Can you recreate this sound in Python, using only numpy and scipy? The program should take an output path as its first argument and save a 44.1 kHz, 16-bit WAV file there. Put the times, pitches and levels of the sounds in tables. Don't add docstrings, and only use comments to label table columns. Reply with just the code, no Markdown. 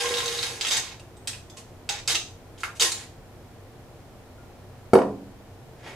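import sys
import numpy as np
from scipy import signal
from scipy.io import wavfile

SR = 44100
rng = np.random.default_rng(int(sys.argv[2]) if len(sys.argv) > 2 else 0)


def magnitude_from_level(level_db):
    exponent = np.asarray(level_db, float) / 20
    return 10 ** exponent


def store_pcm(level_fs):
    pcm = np.round(np.clip(level_fs, -1, 1) * 32767).astype(np.int16)
    wavfile.write(sys.argv[1], SR, np.atleast_2d(pcm).T)


N = 262515

BAND_EDGES = 22 * 2 ** np.arange(0, 9.7, .4)

# [f/Hz, level/dB per Hz]
PATTER = [(350, -30), (600, -19), (790, -12.5), (931, -11.5), (1070, -17), (1780, -8), (1880, -8),
          (3630, -9.5), (9110, -17), (14500, -39.5), (16000, -50)]
# [f/Hz, level/dB, t60/s]
POT = [(485.6, 0.1, 0.12), (795, -9.5, 0.077), (1060, -3.5, 0.16), (1630, -2, 0.062), (1880, 1, 0.016),
       (2140, -12, 0.035), (2540, -12, 0.03), (2730, -15, 0.034)]
# [f/Hz, level/dB, t60/s]
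GLASS = [(3154, 2, 0.007), (3600, -18.5, 0.068), (3780, 4, 0.0086), (3900, -14.5, 0.019), (4650, -10, 0.02),
         (5000, -5, 0.018), (5130, -6, 0.017), (6150, 1, 0.0086), (6485, -5, 0.012), (6870, -7, 0.013),
         (7330, -12, 0.022), (7730, -11, 0.02)]
# [t/s, level/dB]
POUR = [
    (0.0, -25),
    (0.06, -31),
    (0.15, -30.5),
    (0.36, -33.5),
    (0.41, -34),
    (0.435, -30),
    (0.55, -39),
    (0.605, -43.5),
]
# [t/s, hold/s, level/dB, treble level/dB, glass level/dB]
SURGES = [(0.61, 0.069, -30, -5, 4), (0.705, 0.077, -25, -0.5, 7.5), (0.824, 0.1, -38, -5, -20),
          (1.276, 0.0034, -29.5, 4.5, -25), (1.33, .02, -41, -4, -19), (1.567, 0.025, -48.5, 5.5, -20),
          (1.891, 0.0023, -24.5, -21, 3), (1.905, 0.084, -36.5, -12, -1), (2.076, 0.051, -24.5, 0.9, 5),
          (2.136, 0.037, -42, -14, 13), (2.58, 0.05, -49, 2.5, -15), (2.63, 0.0037, -32, 0, 3),
          (2.751, 0.019, -48.5, 4.5, -11), (2.801, 0.043, -22, 2.5, 6.5), (2.84, .05, -42, 9, -5),
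          (2.889, 0.15, -39, 3, -14)]
# [f/Hz, level/dB per Hz]
HUM = [(12, -40), (20, -5.5), (102, -7), (147, -10), (250, -12.5), (350, -12), (380, -31), (414, -12),
       (766, -14), (834, -16.5), (1070, -22.5), (1380, -23.5), (3030, -30), (15000, -40), (16300, -52)]
# [f/Hz, width/Hz, level/dB]
DRONES = [(95.9, 8.6, -53.5), (122.5, 9.2, -55), (248.7, 8.4, -63), (360.3, 20, -60), (452, 28, -61)]
# [f/Hz, correlation/1]
HUM_LIKENESS = [(60, 0.91), (180, 0.79), (550, 0.81), (1650, 0.53), (4970, -1.07), (15000, -0.08)]
# [f/Hz, t60/s, echo level/dB]
ROOM = [(100, 0.95, -9), (422, 0.4, -0.5), (1500, 0.29, -1.5), (4000, 0.34, -0.5), (7700, 0.36, 2.5),
        (14000, 0.25, 6.5)]
# [f/Hz, correlation/1]
ROOM_LIKENESS = [(200, 1), (800, 0.84), (2000, 0.34), (6000, 0.08)]
# [t/s, lowest mode level/dB, higher modes level/dB]
DROPS = [(0.014, -51, -41), (0.046, -24, -39), (0.108, -21, -35), (0.133, -47, -33.5), (0.181, -51, -37),
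         (0.226, -28.5, -35.5), (0.292, -28, -44), (0.332, -42, -38), (0.368, -31, -55), (0.5, -28, -44),
         (0.576, -49, -46), (2.083, -34.5, -37), (2.109, -39, -50), (2.814, -22.5, -38), (2.835, -34, -54),
         (2.859, -58, -38.5)]
# [t/s, level/dB, f/Hz, t60/s]
TINKS = [(0.044, -25.5, 1060, 0.11), (0.129, -35, 1055, 0.086), (0.184, -38, 1045, .08),
         (2.911, -45, 1060, 0.12), (1.166, -58, 8300, .16), (1.499, -44, 3466, 0.091),
         (1.499, -57, 6550, 0.061), (1.499, -61, 10600, 0.052), (1.568, -46.5, 1060, 0.17),
         (1.897, -29, 820, 0.066), (2.121, -40, 349, 0.32), (2.635, -27, 1396, 0.05),
         (2.812, -31, 414, 0.088), (2.838, -37.5, 350, 0.14), (4.381, -52, 1410, 0.14)]
# [t/s, peak level/dB, colour f/Hz]
POUR_CLUMPS = [(0.0574, -15.5, 3180), (0.1396, -15.5, 3720), (0.17, -16.5, 3780), (0.1824, -15, 3940),
               (0.2031, -17, 3150), (0.2583, -16.5, 3880), (0.2794, -18.5, 3840), (0.3262, -28, 3600),
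               (0.3494, -23, 3680), (0.3785, -22, 3720), (0.3884, -18.5, 3850), (0.4289, -14, 3780),
               (0.4734, -43, 3800)]
# [t/s, peak level/dB, colour f/Hz, treble level/dB]
SHAKE_CLUMPS = [(0.6104, -11.5, 3900, -2), (0.6482, -13.5, 3070, -3), (0.6683, -13.5, 3450, 3),
                (0.6839, -10.5, 3550, 4), (0.7099, -8, 3530, -7), (0.7688, -11, 3460, 6.5),
                (0.8793, -29.5, 3440, -19), (0.9966, -34.5, 3120, 4.5), (1.1676, -43, 8300, -10),
                (1.273, -19, 4900, 11.5), (1.3314, -31, 2610, -14), (1.499, -34, 6360, -12),
                (1.571, -42, 3040, 16.5), (1.8904, -8, 3600, -3.5), (2.0756, -15, 5270, 12),
                (2.1037, -11.5, 3960, -6), (2.147, -12.5, 3020, 2), (2.153, -9.5, 3100, -2),
                (2.5775, -39, 3260, -6), (2.605, -31.5, 3730, 7.5), (2.7606, -49, 4330, -6),
                (2.7971, -9.5, 6750, -13), (2.8075, -11, 5040, 0), (2.8214, -10.5, 2880, 13.5),
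                (2.9183, -16, 7600, 9)]
# [t/s, level/dB, decay/s]
SLAPS = [
    (2.6333, -11.5, 0.0019),
    (2.637, -19.5, 0.0056),
]
# [f/Hz, level/dB per Hz]
PALM = [(290, -38), (500, -15), (936, -16), (1300, 2), (1700, -1.5), (2220, -4), (3200, -16), (6500, -31),
        (14000, -41)]
# [t/s, push level/dB, rough contact level/dB]
KNOCKS = [
    (4.9335, -3, -10.5),
    (4.9525, -10.5, -14.5),
    (4.987, -33, -22.5),
    (5.017, -26, -25),
]
# [f/Hz, level/dB, t60/s]
COUNTER = [(433, 16, 0.0085), (131, -27, 0.3), (179, -18, .6), (198, -15, 0.68), (279.7, -12, 0.75),
           (350, -20, 0.11), (397, -5.5, 0.14), (515, -3.5, 0.14), (568, -3.5, 0.096), (617, -11, .17),
           (621, -15, 0.11), (846, -14, 0.099), (958, -7.5, 0.12), (1160, -10, 0.045)]
# [f/Hz, level/dB per Hz]
THUD = [(40, -21), (100, -21), (200, -2), (380, -5.5), (600, 2), (1000, -6.5), (2000, -19), (3500, -32.5),
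        (6000, -36), (8500, -54), (12000, -55), (16000, -60)]
# [f/Hz, level/dB, t60/s]
JUG_BASE = [(4480, -41.5, .03), (8170, -46, 0.015), (8300, -50, .03), (9830, -47, .015), (9850, -45, 0.014),
            (13880, -59, .04), (14300, -60, .02)]
# [f/Hz, level/dB per Hz]
CLOTH = [(290, -7), (500, 0), (1130, -3.5), (1320, -8), (2570, -2.5), (2760, -8.5), (7260, -22),
         (15000, -45)]

LOAD_S = 0.61


def rms_one(x):
    return x / np.sqrt(np.mean(x ** 2) + 1e-20)


def at_hz(points, hz):
    table = np.array(points)
    return np.interp(np.log(hz), np.log(table[:, 0]), table[:, 1])


def band_pass(x, low, high):
    return signal.sosfilt(signal.butter(2, [low, high], "band", fs=SR, output="sos"), x)


def bank(x, spectrum):
    out = 0
    for k, (low, high) in enumerate(zip(BAND_EDGES, BAND_EDGES[1:])):
        if high > spectrum[0][0]:
            gain = magnitude_from_level(at_hz(spectrum, np.sqrt(low * high)))
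            out = out + (-1) ** k * gain * band_pass(x + 1e-18, low, high)
    return out


def ring(clicks, hz, t60):
    r = magnitude_from_level(-60 / (max(t60, .002) * SR))
    w = 2 * np.pi * hz / SR
    return signal.lfilter([0, np.sin(w)], [1, -2 * r * np.cos(w), r * r], clicks + 1e-18)


def body(clicks, modes):
    return sum(magnitude_from_level(db) * ring(clicks * rng.standard_normal(len(clicks)), hz, t60)
               for hz, db, t60 in modes)


def grains(per_s, spread_db):
    sizes = magnitude_from_level(spread_db * np.minimum(rng.exponential(1, N), 4)) * rng.choice([-1, 1], N)
    return rms_one(sizes * (rng.random(N) < per_s / SR))


def blows(rows):
    return sum(magnitude_from_level(row[1]) * (np.arange(N) == round(row[0] * SR)) for row in rows)


def burst(s, db, length):
    out, t = np.zeros(N), np.arange(1500) / SR
    start = round(s * SR)
    decay = np.exp(-t / max(length, .0005))
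    out[start:start + len(t)] = rng.standard_normal(len(t)) * decay * magnitude_from_level(db)
    return out


def tilted(contacts, treble):
    dull = signal.sosfilt(signal.butter(4, 8500, fs=SR, output="sos"), contacts)
    return dull + treble * (contacts - dull)


def bottom(clicks):
    hz, db, t60 = POT[0]
    t = np.arange(len(clicks)) / SR
    sinking_hz = hz - 31 * np.minimum(t / LOAD_S, 1)
    turn = np.exp(2j * np.pi * np.cumsum(sinking_hz) / SR)
    envelope = signal.lfilter([1], [1, -magnitude_from_level(-60 / (t60 * SR))], clicks / turn + 1e-18)
    return np.imag(turn * envelope)


def pot_wall(clicks, modes):
    t = np.arange(len(clicks)) / SR
    bare = magnitude_from_level(-13 * np.clip(t / LOAD_S - 1, 0, 1))
    lowest = magnitude_from_level(modes[0][1]) * bottom(clicks * bare * rng.standard_normal(len(clicks)))
    return lowest + body(clicks, modes[1:])


def surge(hold, db):
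    age = np.arange(SR // 2) / SR
    level_db = db - 21 * age - 600 * np.maximum(age - hold, 0)
    attack = np.clip(age / 0.0074 + .5, 0, 1)
    return magnitude_from_level(np.minimum(level_db, db)) * attack, np.clip(age, 0, .3)


def flows():
    t = np.arange(N) / SR
    pour = magnitude_from_level(np.interp(t, *np.transpose(POUR), left=-200, right=-200))
    pot_db = 1.0 - 13 * t
    out = pour * np.array([np.ones(N), np.full(N, magnitude_from_level(-0.3)), magnitude_from_level(pot_db), np.full(N, magnitude_from_level(1.5))])
    for start, hold, db, treble_db, glass_db in SURGES:
        level, age = surge(hold, db)
        treble = magnitude_from_level(treble_db - 40 * age)
        where = slice(round(start * SR), round(start * SR) + len(age))
        out[:, where] += [level, level * treble, level * magnitude_from_level(-11), level * magnitude_from_level(glass_db)]
    return out


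def streams():
    patter, bright, pot, glass = flows()
    contacts = grains(per_s=1500, spread_db=2.5)

    def level(tool, table):
        return np.std(tool(contacts[:SR], table))

    chips = bank(tilted(contacts, bright / (patter + 1e-12)) * patter, PATTER)
    return (chips / level(bank, PATTER) * magnitude_from_level(-4.5)
            + pot_wall(contacts * pot, POT) / level(pot_wall, POT) * magnitude_from_level(-8.0)
            + body(contacts * glass, GLASS) / level(body, GLASS) * magnitude_from_level(-11.0))


def stereo_bands(size, likeness):
    white = rng.standard_normal((2, 2, size))
    for k, (low, high) in enumerate(zip(BAND_EDGES, BAND_EDGES[1:])):
        centre = np.sqrt(low * high)
        mid, side = band_pass(white[k % 2], low, high)
        alike = np.clip(at_hz(likeness, centre), 0, 1)
        yield centre, np.sqrt(1 + alike) * mid + np.sqrt(1 - alike) * side * [[1], [-1]]


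def hum():
    air = rms_one(sum(magnitude_from_level(at_hz(HUM, hz)) * band for hz, band in stereo_bands(N, HUM_LIKENESS)))
    drones = sum(magnitude_from_level(db) * rms_one(ring(rng.standard_normal(N), hz, 2.55 / width))
                 for hz, width, db in DRONES)
    return magnitude_from_level(-49) * air + drones


def kitchen(x, gap_s, early_db, early_s):
    t, tail, room = np.arange(SR // 2) / SR, 0, np.array(ROOM)
    for hz, band in stereo_bands(len(t), ROOM_LIKENESS):
        early = magnitude_from_level(early_db) * min(hz / 2500, 1) * np.exp(-t / early_s)
        shape = np.clip(t / gap_s, 0, 1) * (1 + early) * magnitude_from_level(-60 * t / at_hz(room, hz))
        echo_gain = magnitude_from_level(at_hz(room[:, ::2], hz))
        tail = tail + band * shape * echo_gain / np.sqrt(np.sum(shape ** 2))
    return signal.fftconvolve(x[None], tail / np.sqrt(1.4), axes=1)[:, :N]


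def drops():
    clusters = sum(burst(s, higher_db, length=0.0048) for s, db, higher_db in DROPS)
    return magnitude_from_level(-3.0) * bottom(blows(DROPS)) + magnitude_from_level(-15.5) * body(clusters, POT[1:])


def tinks():
    out, t = np.zeros(N + SR), np.arange(SR // 2) / SR
    for s, db, hz, t60 in TINKS:
        start = round(s * SR)
        decay = magnitude_from_level(db - 60 * t / max(t60, .002))
        out[start:start + len(t)] += decay * np.sin(2 * np.pi * hz * t)
    return out[:N]


def clumps():
    broad, own, glass = np.zeros(N), np.zeros(N), np.zeros(N)
    # treble where missing, own colour and glass, all level/dB
    rows = [(*row, -8, -14, -12.5) for row in POUR_CLUMPS]
    rows += [(*row, -17.5, -12.5) for row in SHAKE_CLUMPS]
    for s, db, hz, treble_db, own_db, glass_db in rows:
        where = slice(round(s * SR), round(s * SR) + 2000)
        hits = burst(s, db, length=0.0036)[where]
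        broad[where] += tilted(hits, magnitude_from_level(treble_db + 10.5))
        own[where] += magnitude_from_level(own_db) * ring(hits, hz, 16.0 / hz)
        glass[where] += hits * magnitude_from_level(glass_db)
    return magnitude_from_level(-13.0) * bank(broad, PATTER) + own + magnitude_from_level(-19) * body(glass, GLASS)


def slap():
    return magnitude_from_level(6.0) * bank(sum(burst(*row) for row in SLAPS), PALM)


def knock():
    push = signal.sosfilt(signal.butter(2, 1100, fs=SR, output="sos"), blows(KNOCKS) + 1e-18)
    modes = sum((-1) ** (k + 1) * magnitude_from_level(db) * ring(push, hz, t60)
                for k, (hz, db, t60) in enumerate(COUNTER))
    rough = sum(burst(s, rough_db, length=0.0028) for s, db, rough_db in KNOCKS)
    first_s, _, first_db = KNOCKS[0]
    base = body(burst(first_s, first_db, length=0.0097), JUG_BASE)
    thud = magnitude_from_level(-9.0) * modes + magnitude_from_level(20.5) * bank(rough, THUD) + base
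    return signal.sosfilt(signal.butter(3, 75, "high", fs=SR, output="sos"), thud)


def rustle():
    age = np.arange(N) / SR - 5.872
    level_db = -42 + np.minimum(247 * age, -130 * age)
    return magnitude_from_level(level_db) * rms_one(bank(grains(per_s=6000, spread_db=4.0), CLOTH))


def scene():
    no_bass = signal.butter(3, 280, "high", fs=SR, output="sos")
    flowing = signal.sosfilt(no_bass, streams())
    landing = signal.sosfilt(no_bass, clumps() + drops() + tinks() + slap())
    near = knock() + rustle()
    direct = (flowing + landing) * magnitude_from_level(np.array([[-4.6], [-1.6]]))   # left, right in dB
    direct = direct + near * magnitude_from_level(np.array([[-1.3], [-.7]]))
    echo = sum(kitchen(spot, gap_s=0.0014, early_db=3.0, early_s=0.0075)
               for spot in (flowing + near, landing))
    return direct + echo * magnitude_from_level(np.array([[-.5], [.5]])) + hum()


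def band_limit(x):
    return signal.sosfilt(signal.butter(12, 16450, fs=SR, output="sos"), x)


def record(dry):
    top_cut = signal.sosfilt(signal.cheby2(8, 40, 16300, fs=SR, output="sos"), dry)
    return band_limit(np.clip(top_cut, -1, 1))


dry = scene()
out = record(dry)
store_pcm(out)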